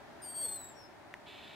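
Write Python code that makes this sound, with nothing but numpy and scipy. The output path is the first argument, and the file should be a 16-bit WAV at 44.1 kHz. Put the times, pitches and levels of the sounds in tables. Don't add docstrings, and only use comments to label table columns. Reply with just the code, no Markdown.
import sys
import numpy as np
from scipy import signal
from scipy.fft import rfft, irfft
from scipy.io import wavfile

SR = 44100
rng = np.random.default_rng(int(sys.argv[2]) if len(sys.argv) > 2 else 0)


def file_out(sig):
    cols = np.atleast_2d(sig).T
    lim = np.clip(cols, -1, 1)
    pcm = np.round(lim * 32767).astype(np.int16)
    wavfile.write(sys.argv[1], SR, pcm)


N = 68355


def undb(db):
    return 10 ** (np.asarray(db) / 20)


def unit_rms(x):
    return x / np.sqrt(np.mean(x ** 2))


def pan(x, db):
    return x * undb(np.array([[db], [-db]]) / 2)


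def stereo(mid, side):
    return np.array([mid + side, mid - side])


def noise(gain):
    return irfft(rfft(rng.standard_normal(N)) * gain, N)


def spectral_gain(points, hz):
    freq, db = np.array(points).T
    return undb(np.interp(np.log(hz + 1), np.log(freq), db))


def wander(hz, bandwidth_hz):
    return unit_rms(noise(np.exp(-(hz / bandwidth_hz) ** 2)))


# (frequency [Hz], relative spectral density [dB])
RUMBLE_SPECTRUM = [(15, -43), (25, -16), (113, -2), (183, -6.5), (260, -1.5), (349, -1.5), (433, -2.5),
                   (495, -11), (567, -0.5), (919, -2), (1140, -9), (1750, -8.5), (3000, -21.5), (3340, -21),
                   (7500, -31), (9300, -31.5), (15500, -34.5)]
# (frequency [Hz], side minus mid [dB])
RUMBLE_WIDTH = [(40, -6), (150, -3), (350, -2.5), (700, -4.5), (1500, -4.5), (4000, 1.5), (12000, -3.5)]
# (time [s], level [dB])
RUMBLE_LEVEL = [(0, -54), (.45, -54), (.75, -55), (.95, -56), (1.55, -54.5)]


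def outdoor_rumble(t, hz):
    low_hz, top_hz = 30, 11100
    band = hz / np.hypot(hz, low_hz) / np.hypot(1, (hz / top_hz) ** 2)
    notch = undb(-5.5 * np.exp(-((hz - 506) / 24) ** 2))
    spectrum = spectral_gain(RUMBLE_SPECTRUM, hz) * band * notch
    mid = noise(spectrum)
    side = noise(spectrum * spectral_gain(RUMBLE_WIDTH, hz))
    envelope = undb(np.interp(t, *np.array(RUMBLE_LEVEL).T))
    return pan(stereo(mid, side) / np.std(mid) * envelope, db=0.94)


# (frequency [Hz], half-width [Hz], relative level [dB])
HOUSING_MODES = [(1870, 98, -7), (2310, 63, -0.5), (2572, 77, -1), (3000, 370, -5), (3470, 120, 0),
                 (3740, 60, -1.5), (4100, 160, -5.5), (4760, 380, -18.5), (7500, 250, -28)]


def lens_motor(t, hz):
    start_s, rise_s, level_db = 1.258, 0.0089, -54.5
    step_hz, step_depth = 209, 0.37
    peaks = [undb(db) / (1 + ((hz - freq) / width) ** 2) for freq, width, db in HOUSING_MODES]
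    housing = np.sqrt(sum(peak ** 2 for peak in peaks))
    steps = 1 + step_depth * np.sin(2 * np.pi * step_hz * t)
    gear_noises = steps * rng.standard_normal((2, N))
    mid, side = (unit_rms(irfft(rfft(gears) * housing, N)) for gears in gear_noises)
    whirr = stereo(mid, undb(-16) * side)
    onset = np.clip((t - start_s) / rise_s, 0, 1)
    return pan(whirr, db=-1) * undb(level_db) * onset


# (frequency [Hz], 60 dB decay time [s], level [dB])
LEVER_MODES = [(1910, 0.0078, -28), (2290, 0.004, -35.5), (850, 0.0067, -45), (5750, 0.0044, -65)]


def zoom_lever(t):
    click_s, contact_s = 1.1402, 0.000098
    age = np.maximum(t - click_s, 0)
    ring = sum(undb(db - 60 * age / t60) * np.sin(2 * np.pi * freq * age) for freq, t60, db in LEVER_MODES)
    return ring * (1 - np.exp(-age / contact_s))


def leaf_scatter(t, direct):
    delay_s, t60_s, level_db = 0.011, 0.39, -10.5
    tail = rng.standard_normal((2, N)) * undb(-60 * t / t60_s) * (t > delay_s)
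    tail /= np.sqrt(np.sum(tail ** 2, axis=1, keepdims=True))
    return undb(level_db) * signal.fftconvolve(direct, tail, axes=1)[:, :N]


def syrinx(t, hz, pitch_curve, level_curve):
    waver_fraction, flutter_db = 0.0021, 1.24
    fade_s, overtone_db = 0.0053, -39
    pitch = np.interp(t, *np.array(pitch_curve).T)
    pitch *= 1 + waver_fraction * wander(hz, bandwidth_hz=298)
    times, levels = np.array(level_curve).T
    level_db = np.interp(t, times, levels) + flutter_db * wander(hz, bandwidth_hz=90)
    inside_s = np.minimum(t - times[0], times[-1] - t)
    gate = np.clip(inside_s / fade_s + 1, 0, 1)
    phase = 2 * np.pi * np.cumsum(pitch) / SR
    tone = np.sin(phase) + undb(overtone_db) * np.sin(2 * phase)
    return np.sqrt(2) * gate * undb(level_db) * tone


# (time [s], frequency [Hz])
FAINT_NOTE_PITCH = [(.745, 5599), (.775, 5589.5), (.82, 5429), (.865, 5157)]
# (time [s], level [dB])
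FAINT_NOTE_LEVEL = [(.745, -73), (.78, -61), (.858, -62), (.876, -71)]
# (time [s], frequency [Hz])
LONG_CALL_PITCH = [(0.215, 9041.5), (0.263, 8565.5), (0.367, 8417), (0.395, 8484.5), (0.505, 8144.5),
                   (0.539, 8198), (0.655, 7695), (0.687, 7783), (0.73, 7291)]
# (time [s], level [dB])
LONG_CALL_LEVEL = [(0.215, -74), (0.221, -54), (0.235, -47), (0.309, -44), (0.323, -50.5), (0.377, -39.5),
                   (0.457, -35.5), (0.483, -43), (0.489, -37.5), (0.511, -43), (0.529, -38), (0.571, -43),
                   (0.587, -49.5), (0.641, -50), (0.725, -63), (0.73, -65.5)]


def bird(t, hz):
    long_call = syrinx(t, hz, LONG_CALL_PITCH, LONG_CALL_LEVEL)
    faint_note = syrinx(t, hz, FAINT_NOTE_PITCH, FAINT_NOTE_LEVEL)
    return pan(long_call, db=2.5) + pan(faint_note, db=7.5)


def scene():
    t = np.arange(N) / SR
    hz = np.arange(N // 2 + 1) * SR / N
    song = bird(t, hz)
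    return song + leaf_scatter(t, song) + zoom_lever(t) + lens_motor(t, hz) + outdoor_rumble(t, hz)


def record(dry):
    capture_hz, cutoff_hz = 48000, 15700
    captured = signal.resample(dry, int(N * capture_hz / SR) + 1, axis=1)
    aliased = captured[:, np.arange(N) * capture_hz // SR]
    lowpass = signal.ellip(10, rp=0.2, rs=70, Wn=cutoff_hz, fs=SR, output="sos")
    return signal.sosfilt(lowpass, aliased, axis=1)


dry = scene()
out = record(dry)
file_out(out)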